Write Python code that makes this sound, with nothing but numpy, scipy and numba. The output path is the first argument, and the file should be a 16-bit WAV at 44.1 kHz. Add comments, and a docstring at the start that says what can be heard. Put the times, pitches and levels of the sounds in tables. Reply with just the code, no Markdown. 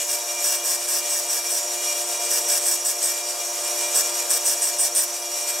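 """Steel tube on a belt sander

A bench belt sander runs in a workshop, close to a pair of microphones. The housing rumbles, another machine
nearby hums, the bearings whistle and the belt hisses over its platen. The end of a steel tube is touched to the
belt in short strokes: grit scratches ring the tube wall, the rim shrieks where it bites, and the whine of the
drive sags under each stroke."""
import sys
import numpy as np
from scipy import signal
from scipy.fft import rfft, irfft, next_fast_len
from scipy.io import wavfile
from scipy.ndimage import uniform_filter1d
from numba import njit

SR = 44100
rng = np.random.default_rng(int(sys.argv[2]) if len(sys.argv) > 2 else 0)


def output_pcm(signal):
    """Save a mono or channel-first signal as 16-bit PCM at the path in sys.argv[1].

    Samples are clipped to [-1, 1] before scaling.
    """
    pcm = np.clip(np.atleast_2d(signal).T, -1, 1) * 32767
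    wavfile.write(sys.argv[1], SR, np.round(pcm).astype(np.int16))


N = 246959
T = np.arange(N) / SR
FFT_SIZE = next_fast_len(N + 4096, True)
FREQS = np.arange(FFT_SIZE // 2 + 1) * SR / FFT_SIZE


def undb(db):
    """Decibels to gain."""
    return 10 ** (np.asarray(db) / 20)


def unit(x):
    """Scale to rms 1."""
    return x / np.sqrt(np.mean(x ** 2))


def shape(points):
    """Gain at every frequency from (freq_hz, level_db) points."""
    hz, db = np.transpose(points)
    return undb(np.interp(np.log(FREQS + 1), np.log(hz), db))


def colour(x, gain):
    """Filter by a gain at every frequency."""
    return irfft(rfft(x, FFT_SIZE) * gain, FFT_SIZE)[:N]


def resonances(modes):
    """Gain of a set of steep-sided resonances; each level sets the power of the whole peak."""
    return np.sqrt(sum(undb(db) ** 2 / width / (1 + ((FREQS - hz) / (0.44 * width)) ** 2) ** 2
                       for hz, width, db in modes))


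@njit
def bandpass(x, centre_hz, width_hz):
    """State-variable band-pass whose centre moves."""
    y, band_state, low_state = np.empty(len(x)), 0., 0.
    for i in range(len(x)):
        g, damping = np.tan(np.pi * centre_hz[i] / SR), width_hz / centre_hz[i]
        band = (band_state + g * (x[i] - low_state)) / (1 + g * (g + damping))
        band_state = 2 * band - band_state
        low_state += 2 * g * band
        y[i] = damping * band
    return y


def walk(rate_hz):
    """Smooth random drift of rms 1, with rate_hz new values a second."""
    hold = max(int(SR / rate_hz), 2)
    steps = np.repeat(rng.standard_normal(N // hold + 2), hold)[rng.integers(hold):][:N]
    return unit(uniform_filter1d(uniform_filter1d(steps, hold), hold))


def phase_of(hz):
    """Phase in radians of a moving frequency."""
    return 2 * np.pi * np.cumsum(hz) / SR


def swell(points):
    """Level curve through (time_s, level_db) points, in dB above its own mean."""
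    db = np.interp(T, *np.transpose(points))
    return db - db.mean()


def tones(table, flicker_db):
    """Steady tones that waver a little in level and pitch; close pairs beat."""
    total = 0
    for hz, db, wander_hz in table:
        amplitude = np.sqrt(2) * undb(db + flicker_db * walk(14))
        phase = phase_of(hz + wander_hz * walk(12)) + 2 * np.pi * rng.random()
        total += amplitude * np.sin(phase)
    return total


def grit(grains_per_s, spread_db):
    """Clicks of single abrasive grains, a few of them larger than the rest."""
    size = undb(spread_db * np.minimum(rng.exponential(size=N), 4))
    strikes = rng.random(N) < grains_per_s / SR
    return unit(strikes * size * rng.choice([-1, 1], N))


def reflections(x, t60_s):
    """Dense echoes from the bench and workshop walls, as strong as the sound itself."""
    t = T[:SR // 2]
    tail = rng.standard_normal(len(t)) * undb(-60 * t / t60_s) * (t > .002)
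    return signal.fftconvolve(x, tail / np.linalg.norm(tail))[:N]


# stereo width of the sound at each frequency: freq_hz, side_minus_mid_db
STEREO_WIDTH = [(50, -5), (120, -6), (250, -20), (400, -27), (720, -25), (1150, -9), (1700, -8),
                (2200, -21), (3000, -23), (3800, -9), (6500, -9), (8200, -12), (10500, -5.5), (15000, -4)]
# tilt between the two microphones: freq_hz, left_minus_right_db
MIC_TILT = [(700, 0), (1300, -.5), (2400, 0), (4400, 1.5), (8100, -1), (12000, 2.2), (15000, 2.5)]


def microphone_pair(direct, diffuse):
    """Left and right at the bench: direct sound in the centre, diffuse sound from the sides."""
    side = colour(diffuse, shape(STEREO_WIDTH))
    lean = np.sqrt(shape(MIC_TILT))
    return np.array([colour(direct + side, lean), colour(direct - side, 1 / lean)])


# rise and fall of the running machine, heard at the bench: time_s, relative_db
MACHINE_LEVEL = [(0.0, -39), (0.2, -35.5), (1.55, -36.5), (2.45, -33.3), (2.85, -37), (3.0, -36.5),
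                 (3.25, -36), (3.95, -32.5), (5.15, -37.5), (5.6, -35)]
# spectrum of the housing's rumble: freq_hz, relative_db
HOUSING_SPECTRUM = [(20, -31), (150, -32), (225, -29.5), (280, -16), (335, -2), (400, -4), (485, 6),
                    (550, -0.5), (690, 6), (770, -1), (1100, -3.5), (1300, -6.5), (2000, -8.5), (4000, -31)]


def housing_rumble(level_db=-42.5, follow=0.88):
    """The housing gives a low noise that swells with the machine."""
    rumble = unit(colour(rng.standard_normal(N), shape(HOUSING_SPECTRUM)))
    return rumble * undb(level_db + follow * swell(MACHINE_LEVEL))


# steady tones of another machine nearby: pitch_hz, relative_db, wander_hz
NEARBY_HUM_TONES = [(177.6, -77, .1), (349.7, -46.5, 1.8), (588.9, -40.8, .8), (598, -54, 1), (698.5, -46, 2.5),
                    (710.3, -45.8, 1), (818.3, -58, 1), (888.5, -52.5, .7), (957, -54, 1.5), (988, -57, 3),
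                    (1076, -53, 7), (1200, -50.7, .3), (1378, -54.7, .4), (1595, -58, 6), (1674, -60, 3)]


def nearby_hum(gain_db=-1, follow=0.87):
    """Another machine in the workshop hums in wavering tones that swell with the sander's level."""
    return tones(NEARBY_HUM_TONES, flicker_db=1.5) * undb(gain_db + follow * swell(MACHINE_LEVEL))


# tones of the bearings: pitch_hz, relative_db, wander_hz
BEARING_TONES = [(4290, -58, 1), (4769, -51, 2), (5580, -49, 2), (5979, -53, 2), (6977, -50, 2),
                 (9060, -50, 5), (14304, -57, 4)]


def bearing_whistle(gain_db=-1):
    """The bearings give thin, high whistles that flicker."""
    return tones(BEARING_TONES, flicker_db=4.5) * undb(gain_db)


# rise and fall of the drive's whine: time_s, relative_db
WHINE_LEVEL = [(0.0, -42), (0.45, -39.5), (0.9, -45.5), (1.15, -41), (1.75, -44.5), (1.85, -36),
               (2.05, -45.5), (2.15, -37.5), (2.95, -46.5), (3.05, -43), (3.5, -45.5), (3.65, -39.5),
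               (3.75, -42.5), (3.85, -36), (4.2, -42.5), (5.05, -44.5), (5.15, -47), (5.6, -41.5)]
# partials of the drive: tooth_rate_multiple, relative_db
DRIVE_PARTIALS = [(1, -15.5), (2, -4), (4, -10.5), (5, 2), (6, -3), (7, -4), (8, -5), (9, -8), (10, -11),
                  (12, 6), (13, 1), (14, -28), (17, 0)]


def drive_whine(contact, tooth_hz=475.4, sag=.016, inertia_s=.02, waver=.002, gain_db=-44, flutter_db=3):
    """Tooth phase and whine of the drive, which slows while the tube drags on the belt."""
    lag = np.exp(-1 / (inertia_s * SR))
    load = signal.lfilter([1 - lag], [1, -lag], contact)
    tooth_phase = phase_of(tooth_hz * (1 - sag * load + waver * walk(25)))
    swell_db = swell(WHINE_LEVEL) + flutter_db * np.tanh(walk(24.91))
    whine = 0
    for multiple, db in DRIVE_PARTIALS:
        stutter = 1 + .36 * (walk(55) + 1j * walk(55))  # in both strength and phase
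        partial = (stutter * np.exp(1j * multiple * tooth_phase)).imag
        follow = np.clip(undb(db), 0.3, 1)  # strong partials follow the swell most
        whine += undb(db + follow * swell_db) * partial
    return tooth_phase, whine * undb(gain_db)


# brief scuffs of the belt on its platen: time_s, rise_db
BELT_SCUFFS = [(0.015, 5.5), (1.848, 3.5), (1.923, 3.5), (4.2, 4), (5.38, 1), (5.495, 3)]


def rubbing_swell(lap_hz=7.69, lap_peak_s=.046, lap_db=1.2, flutter_db=.9, scuff_s=.02):
    """Swell of the belt's rubbing in dB: it follows machine and whine, peaks once a lap and scuffs."""
    following = 0.58 * swell(MACHINE_LEVEL) + 0.15 * swell(WHINE_LEVEL)
    lap = lap_db * np.cos(2 * np.pi * lap_hz * (T - lap_peak_s))
    scuffs = sum(db * np.exp(-((T - time_s) / scuff_s) ** 2) for time_s, db in BELT_SCUFFS)
    return following + lap + flutter_db * walk(45) + scuffs


# hiss of the belt over the platen, from close by: freq_hz, relative_db
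BELT_SPECTRUM = [(200, -54), (1200, -16.5), (2400, -10), (4300, -10), (5200, -5.5), (6400, -12), (7400, -2),
                 (8400, -1.5), (9400, -6.5), (11700, -10.5), (12650, -17), (13800, -13), (15800, -19)]
# rings of the platen: pitch_hz, width_hz, relative_db
PLATEN_MODES = [(5460, 210, -10.5), (5630, 290, 0), (5990, 110, -14.5), (6120, 50, -4), (6695, 170, -1),
                (7060, 590, 0.5), (8180, 520, 2), (10540, 330, -5), (11390, 450, -8), (11710, 320, -8),
                (13040, 660, -4.5)]


def belt_on_platen(tooth_phase, swell_db, contact, rub_db=-31.5, held_db=1,
                   sing_hz=5688, sing_width_hz=70, sing_db=-38.3):
    """The belt rubs the platen in pulses at the tooth rate, rings it and makes it sing."""
    pulse = (1 + .17 * np.cos(tooth_phase)) * undb(.6 * walk(250))
    hiss = unit(colour(grit(grains_per_s=16000, spread_db=2.5) * pulse, shape(BELT_SPECTRUM)))
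    knocks = grit(grains_per_s=15000, spread_db=0.5) * pulse
    # the belt flaps from spot to spot, so each ring flares on its own
    rings = unit(sum(colour(knocks, resonances([mode])) * undb(2.3 * walk(24)) for mode in PLATEN_MODES))
    rubbing = (hiss + rings) * undb(rub_db + swell_db)
    note = unit(colour(rng.standard_normal(N), resonances([(sing_hz, sing_width_hz, 0)])))
    singing = note * undb(sing_db + 0.35 * swell_db)
    return (rubbing + singing) * undb(held_db * contact)  # harder while the tube holds the belt down


# touches of the tube on the belt: start_s, length_s, scratch_db, shriek_db, first_pitch_hz
TUBE_STROKES = [(0.075, 0.095, -27.5, -31, 8300), (0.422, 0.15, -24, -30, 8200),
                (0.632, 0.14, -24.5, -28, 8150), (0.861, 0.15, -25.5, -26.5, 8200),
                (1.084, 0.13, -26.5, -24.5, 8200), (1.278, 0.13, -27, -28, 8150),
                (1.487, 0.12, -27, -26, 8300), (2.294, .110, -23.5, -26, 8140),
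                (2.475, 0.12, -23, -22.5, 8200), (2.64, 0.13, -24.5, -20.5, 8280),
                (2.84, 0.094, -25, -22.5, 8200), (3.012, .123, -25.5, -22.5, 8100),
                (3.939, 0.0887, -21, -21, 8100), (4.287, .102, -23, -22, 8200),
                (4.442, 0.11, -23.5, -21.5, 8270), (4.606, 0.11, -26.5, -21, 8260),
                (4.781, 0.11, -24.5, -18.5, 8530), (4.948, 0.11, -23.5, -19, 8770)]


def hand_strokes(press_share=.2, lift_s=.016, bite_s=.065, settled_hz=8150.,
                 knock_at_s=4.95, knock_db=-22, knock_decay_s=.0044):
    """Contact, scratch gain, shriek gain and shriek pitch as the tube is pressed on and lifted off."""
    contact, scratch_gain, shriek_gain = np.zeros((3, N))
    shriek_hz = np.full(N, settled_hz)
    for start_s, length_s, scratch_db, shriek_db, first_pitch_hz in TUBE_STROKES:
        age = np.maximum(T - start_s, 0)
        press = np.clip(age / (press_share * length_s), 0, 1) * np.clip((length_s - age) / lift_s, 0, 1)
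        # the sharp rim bites hardest at first, then the shriek fades and its pitch settles
        bite = 1 / (1 + (age / bite_s) ** 4)
        contact += press
        scratch_gain += press * undb(scratch_db)
        shriek_gain += press * undb(shriek_db) * bite
        shriek_hz += (press > 0) * (first_pitch_hz - settled_hz) * bite
    # once, the rim lands hard on the belt
    knock = undb(knock_db) * (T > knock_at_s) * np.exp(-np.abs(T - knock_at_s) / knock_decay_s)
    return contact, scratch_gain + knock, shriek_gain + knock, shriek_hz


# rings of the steel tube's wall, from close by: pitch_hz, width_hz, relative_db
TUBE_MODES = [(1064, 76, -17), (1660, 220, -13.5), (1852, 44, -18.5), (2785, 130, -15.5),
              (3480, 270, -15.5), (5340, 290, -6.5), (5740, 270, -2), (5960, 210, -2.5), (6950, 53, -3.5),
              (8020, 290, 1), (8500, 100, 0.5), (10020, 290, -1.5), (12110, 550, -3.5), (12900, 1200, -4.5),
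              (13700, 400, -8), (14800, 450, -12), (15600, 500, -13.5)]
# bare scratch of the grit: freq_hz, relative_db
SCRATCH_SPECTRUM = [(200, -40), (600, -8), (1600, -1.5), (2100, -12), (4000, -6.5), (5200, 11), (6400, 5),
                    (9000, 1), (11000, 4), (16000, -27.5)]


def tube_grind(tooth_phase, scratch_gain, shriek_gain, shriek_hz,
               bare_db=-6, shriek_width_hz=1500., room_db=-15):
    """Grains strike the chattering rim; they ring the tube wall and make the contact shriek."""
    chatter = undb(1.5 * walk(700)) * (1 + .15 * np.cos(tooth_phase))
    wall_response = np.hypot(unit(resonances(TUBE_MODES)), undb(bare_db) * unit(shape(SCRATCH_SPECTRUM)))
    scratch = colour(grit(grains_per_s=16000, spread_db=2) * chatter, wall_response)
    shriek = grit(grains_per_s=12000, spread_db=0.5) * chatter
    for _ in range(2):
        shriek = bandpass(shriek, shriek_hz, shriek_width_hz)
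    grind = scratch_gain * unit(scratch) + shriek_gain * unit(shriek)
    return grind + undb(room_db) * reflections(grind, t60_s=0.27)


def scene():
    """Sander and tube on the workshop bench, close to a pair of microphones."""
    rub_swell_db = rubbing_swell()
    contact, scratch_gain, shriek_gain, shriek_hz = hand_strokes()
    tooth_phase, whine = drive_whine(contact)
    machine_tones = nearby_hum() + bearing_whistle() + whine

    def noises():
        """Housing, belt and tube, with fresh noise on each call."""
        machine = housing_rumble() + belt_on_platen(tooth_phase, rub_swell_db, contact)
        return machine + tube_grind(tooth_phase, scratch_gain, shriek_gain, shriek_hz)

    return microphone_pair(direct=noises() + machine_tones, diffuse=noises())


def record(dry):
    """The recorder cuts the top steeply."""
    top_hz = 15750
    return signal.sosfilt(signal.ellip(12, .1, 80, top_hz, fs=SR, output="sos"), dry)


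dry = scene()
out = record(dry)
output_pcm(out)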